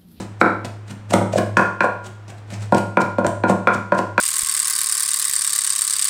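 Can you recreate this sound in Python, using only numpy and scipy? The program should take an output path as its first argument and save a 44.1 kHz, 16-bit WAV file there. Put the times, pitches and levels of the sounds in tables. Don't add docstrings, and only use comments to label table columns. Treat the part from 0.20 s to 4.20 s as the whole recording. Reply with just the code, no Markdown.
import sys
import numpy as np
from scipy import signal
from scipy.fft import rfft, irfft
from scipy.io import wavfile

SR = 44100
rng = np.random.default_rng(int(sys.argv[2]) if len(sys.argv) > 2 else 0)


def waveform_to_disk(signal):
    frames = np.transpose(np.atleast_2d(signal))
    scaled = np.clip(frames, -1, 1) * 32767
    samples = np.round(scaled).astype(np.int16)
    wavfile.write(sys.argv[1], SR, samples)


N = 176400
T = np.arange(N) / SR


def from_db(db):
    return 10 ** (np.asarray(db) / 20)


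def rms_one(x):
    return x / np.sqrt(np.mean(x ** 2) + 1e-20)


def at_hz(points, hz):
    points_hz, values = np.transpose(points)
    return np.interp(np.log(np.maximum(hz, 1)), np.log(points_hz), values)


def coloured(x, spectrum):
    gain = from_db(at_hz(spectrum, np.fft.rfftfreq(len(x), 1 / SR)))
    return rms_one(irfft(rfft(x) * gain, len(x)))


def even_noise(blocks, size):
    flat_spectra = np.exp(2j * np.pi * rng.random((blocks, size // 2 + 1)))
    return rms_one(irfft(flat_spectra, size).ravel())


def add(out, start_s, sound):
    i = max(int(start_s * SR), 0)
    out[i:i + len(sound)] += sound[:max(N - i, 0)]


def dying(t, t60):
    return np.exp(-np.log(1000) * t / t60)


# start_s, thud_db, knock_db, clack_db, clay_pitch_ratio
BLOWS = [(0.0, -23.5, -32.5, -38.5, 0.96), (0.2135, -7.5, -8.5, -3, .95), (0.448, -35, -32, -61, 0.94),
         (0.714, -27, -78, -66, 0.87), (0.936, -7.5, -10, -13.5, 0.88), (1.012, -16.5, -22, -24.5, 0.91),
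         (1.183, -13, -22.5, -24, 1.04), (1.3691, -11.5, -11, -4, 1.026), (1.394, -24, -10.5, -15, 1.06),
         (1.606, -19, -16, -9, 1.0), (1.640, -25, -11, -29, 1.07), (2.32, -29.5, -36.5, -74, 0.68),
         (2.5225, -8.5, -7, -19.5, 1.01), (2.547, -11, -18, -36, 1.0), (2.7709, -11, -7, -11.5, 0.98),
         (2.9829, -16.5, -12, -25, 1.01), (3.046, -14.5, -11.5, -21.5, 1.0),
         (3.2364, -12.5, -12.5, -16, 0.98), (3.296, -11, -11, -25.5, 1.0), (3.4719, -13, -11, -7, 0.99),
         (3.549, -18, -27.5, -35, 1.08), (3.7205, -12.5, -9.5, -15, 1.006), (3.789, -16.5, -13, -27, 1.015),
         (3.9788, -15.5, -11, -5.5, 1.0)]
# pitch_hz, relative_db, t60_s
BODY_MODES = [(188, -2.5, 0.11), (255, -1.5, 0.042), (331.5, -2, 0.065), (507, 0.5, 0.039),
              (581, -0.5, 0.067), (722.6, 0.5, 0.033), (948.5, -0.5, 0.053), (1051, 0, 0.064),
              (1401, 2, 0.026), (1627, 2, 0.018), (1953, -5, 0.01), (2404, -5, 0.02), (3462, -23.5, 0.028),
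              (4095, -20.5, 0.017), (6060, -37.5, 0.033)]
# frequency_hz, relative_db
TICK_COLOUR = [(300, -23), (1500, 8), (2600, 1), (4300, 2.5), (6000, -6), (8500, -8), (10500, -18),
               (15000, -24)]
def pestle():
    contact_s, tick_s, tick_db = 0.00018, 0.0041, -18
    clay_above_hz = 800
    out, t = np.zeros(N), T[:SR // 3]
    for start_s, thud_db, knock_db, clack_db, clay_pitch in BLOWS:
        force_spectrum = [(306, thud_db), (560, knock_db), (926, knock_db), (1414, clack_db)]
        ring = 0
        for k, (hz, db, t60) in enumerate(BODY_MODES):
            wander = 1 + 0.015 * rng.normal()
            shift = wander * (clay_pitch if hz > clay_above_hz else 1)
            strength = from_db(db + at_hz(force_spectrum, hz) + 2 * rng.normal())
            ring += (-1) ** k * strength * dying(t, t60) * np.sin(2 * np.pi * hz * shift * t)
        tick_noise = coloured(rng.standard_normal(len(t)), TICK_COLOUR)
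        tick = from_db(clack_db + tick_db) * np.exp(-t / tick_s) * tick_noise
        add(out, start_s, (ring + tick) * (1 - np.exp(-t / contact_s)))
    return signal.sosfilt(signal.butter(4, 139, "high", fs=SR, output="sos"), out)


# peak_s, relative_db, rise_s, fall_s
CRUNCHES = [(0.0, -36, 0.0066, 0.026), (0.214, -27, 0.0049, 0.0052), (0.448, -28, 0.0013, 0.008),
            (0.462, -49, .004, 0.004), (0.682, -44.5, .006, 0.013), (0.712, -34, 0.01, 0.003),
            (0.910, -27, 0.0059, 0.0054), (0.934, -26, 0.0015, 0.0018), (0.938, -15, 0.0037, 0.0035),
            (1.133, -30, 0.0053, 0.0082), (1.186, -22, 0.013, 0.0018), (1.3718, -17.5, 0.00028, 0.0037),
            (1.400, -48, 0.0066, .005), (1.412, -32.5, 0.0018, 0.0015), (1.645, -36, 0.01, 0.0049),
            (1.845, -45, 0.0038, 0.0079), (1.87, -37, 0.013, 0.0044), (2.081, -43.5, 0.0014, 0.016),
            (2.104, -39, 0.0087, 0.0037), (2.183, -50, 0.0069, 0.0066), (2.304, -41, .002, 0.021),
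            (2.341, -37.5, 0.021, .014), (2.427, -39.5, 0.018, 0.017), (2.523, -34.5, 0.00084, 0.0046),
            (2.548, -24, 0.0031, 0.0028), (2.571, -30, 0.0038, .004), (2.582, -27.5, 0.0046, 0.0055),
            (2.819, -27.5, 0.0096, 0.0023), (2.984, -39.5, .001, 0.0095), (3.046, -40, 0.0028, 0.012),
            (3.067, -23, 0.0019, 0.0018), (3.298, -28, 0.009, 0.009), (3.313, -36, 0.0051, 0.0026),
            (3.548, -30.5, .012, 0.0026), (3.748, -38, .003, 0.0061), (3.790, -28.5, 0.0091, 0.0027)]
# frequency_hz, relative_db
CRUNCH_COLOUR = [(150, 24), (400, 7), (750, 10.5), (1200, 4), (1800, 5.5), (3000, 3), (5000, 0.5),
                 (8300, 2), (10500, -11), (15000, -23)]
def crunch():
    band_snaps_per_s, spread_db, gain_db = 2200, 3.5, 3
    power, snaps = 0, 0
    for peak_s, db, rise_s, fall_s in CRUNCHES:
        from_peak = np.where(T < peak_s, (peak_s - T) / rise_s, (T - peak_s) / fall_s)
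        power += from_db(db) ** 2 * np.exp(-2 * from_peak)
    edges_hz = np.geomspace(150, 18000, 15)
    for band_hz in zip(edges_hz, edges_hz[1:]):
        clicks = (rng.random(N) < band_snaps_per_s / SR) * rng.choice([-1, 1], N)
        strength = from_db(spread_db * np.minimum(rng.exponential(1, N), 4))
        bandpass = signal.butter(2, band_hz, "band", fs=SR, output="sos")
        snaps += signal.sosfilt(bandpass, clicks * strength + 1e-18)
    return from_db(gain_db) * np.sqrt(power) * coloured(snaps, CRUNCH_COLOUR)


# time_s, relative_db
BOOM_LEVEL = [(0.0, -41), (0.49, -36.5), (0.83, -42), (0.99, -26.5), (1.1, -32.5), (1.35, -30), (1.39, -36),
              (1.45, -36.5), (1.63, -46), (1.7, -41.5), (2.26, -41.5), (2.41, -29.5), (2.52, -35),
              (2.7, -33), (2.8, -47), (2.88, -37.5), (3.29, -33), (3.5, -40.5), (3.58, -36), (3.73, -43),
              (3.92, -37), (4.0, -39)]
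# time_s, pitch_hz
BOOM_PITCH = [(0, 104.3), (2.78, 104.3), (2.88, 103.0), (4, 103.0)]
def boom(gain_db=3.5):
    hz = np.interp(T, *np.transpose(BOOM_PITCH))
    db = np.interp(T, *np.transpose(BOOM_LEVEL))
    return from_db(db + gain_db) * np.sqrt(2) * np.sin(2 * np.pi * np.cumsum(hz) / SR)


# frequency_hz, relative_db
ROOM_TONE_COLOUR = [(25, 1), (48, -3), (70, 5), (150, 2), (300, 0.5), (700, -2.5), (1500, -6.5),
                    (3000, -17), (8000, -30.5), (11000, -39), (16000, -44)]
def room_tone(level_db=-47.5):
    return from_db(level_db) * coloured(rng.standard_normal(N), ROOM_TONE_COLOUR)


# frequency_hz, t60_s
ROOM_T60 = [(100, 0.23), (300, 0.51), (700, 0.44), (1800, 0.44), (5000, 0.48), (9000, 0.47), (15000, 0.24)]
# frequency_hz, relative_db
ROOM_COLOUR = [(100, 5), (250, 0), (700, 0.5), (1500, 1.5), (3000, -4), (8000, -5.5), (15000, -1.5)]
# pitch_hz, gain_db, t60_s
ROOM_MODES = [(197.8, 6.5, 0.72), (233.7, -22, .4), (321.5, 5, 0.55), (366.7, 3, 1), (521.6, 5, 0.25),
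              (568.6, 4, 0.37), (690, -18, 0.94)]
def kitchen(direct):
    first_echo_s, early_db, early_s = 0.0057, -17, 0.015
    echoes = even_noise(blocks=36, size=1024)
    t, hz = T[:len(echoes)], np.fft.rfftfreq(len(echoes), 1 / SR)
    spectrum = rfft(echoes) * from_db(at_hz(ROOM_COLOUR, hz))
    arrival = np.clip(t / first_echo_s - 0.5, 0, 1)
    early = from_db(early_db) * np.exp(-t / early_s)
    centres_hz, t60s = np.transpose(ROOM_T60)
    response = 0
    for t60, share in zip(t60s, np.eye(len(t60s))):
        band = irfft(spectrum * at_hz(np.c_[centres_hz, share], hz))
        envelope = arrival * (dying(t, t60) + early)
        response += band * envelope / np.sqrt(np.sum(envelope ** 2))
    for note_hz, db, t60 in ROOM_MODES:
        unity_gain = 2 * np.log(1000) / (t60 * SR)
        response += from_db(db) * unity_gain * dying(t, t60) * np.cos(2 * np.pi * note_hz * t)
    return signal.fftconvolve(direct, response)[:N]


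# start_s, level_db, start_pitch_hz
PLOPS = [(0.922, -8.5, 660), (1.136, -5.5, 608), (1.158, -2, 586), (1.190, -11, 665), (2.122, -30, 680),
         (3.058, -5.5, 628), (3.778, -24, 690)]
def plops():
    rise_s, t60_s, glide_per_s = 0.0011, 0.03, 6
    out, t = np.zeros(N), T[:SR // 5]
    envelope = (1 - np.exp(-t / rise_s)) * dying(t, t60_s)
    for start_s, db, hz in PLOPS:
        cycles = hz * t * (1 + glide_per_s * t / 2)
        add(out, start_s, from_db(db) * envelope * np.sin(2 * np.pi * cycles))
    return out


# start_s, strength_db
BARE_CLAY_BLOWS = [(1.371, -4), (1.607, -9), (2.524, -9.5), (2.771, -7), (2.985, -15.5), (3.237, -9.5),
                   (3.473, -7), (3.720, -11), (3.980, -5)]
# pitch_hz, relative_db, t60_s
BOWL_MODES = [(980, -23, 0.97), (1413, -12, 0.69), (1431, -11, 0.23), (1690, -20, 0.12), (2500, -31, 0.34)]
def bowl_ring():
    out, t = np.zeros(N), T[:SR // 2]
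    fade_in = (1 - np.exp(-t / 0.003)) ** 2
    for start_s, strength_db in BARE_CLAY_BLOWS:
        ring = 0
        for hz, db, t60 in BOWL_MODES:
            phase = rng.uniform(0, 2 * np.pi)
            ring += from_db(db) * dying(t, t60) * np.sin(2 * np.pi * hz * t + phase)
        add(out, start_s, from_db(strength_db) * fade_in * ring)
    return out


def scene():
    near = pestle() + crunch() + plops()
    return (near + kitchen(near) + bowl_ring() + boom() + room_tone())[None]


def record(dry):
    limit_db, look_ahead_s, attack_s, release_db_per_s = -2, 0.001, 0.0028, 144
    ceiling, knee, cutoff_hz = 1.2, 8, 15800
    ahead = np.interp(T + look_ahead_s, T, dry[0])
    over_db = np.maximum(20 * np.log10(np.abs(ahead) + 1e-9) - limit_db, 0)
    duck_db = np.maximum.accumulate(over_db + release_db_per_s * T) - release_db_per_s * T
    pole = np.exp(-1 / (attack_s * SR))
    limited = dry * from_db(-signal.lfilter([1 - pole], [1, -pole], duck_db))
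    flattened = limited / (1 + np.abs(limited / ceiling) ** knee) ** (1 / knee)
    return signal.sosfilt(signal.ellip(10, 0.1, 90, cutoff_hz, fs=SR, output="sos"), flattened)


dry = scene()
out = record(dry)
waveform_to_disk(out)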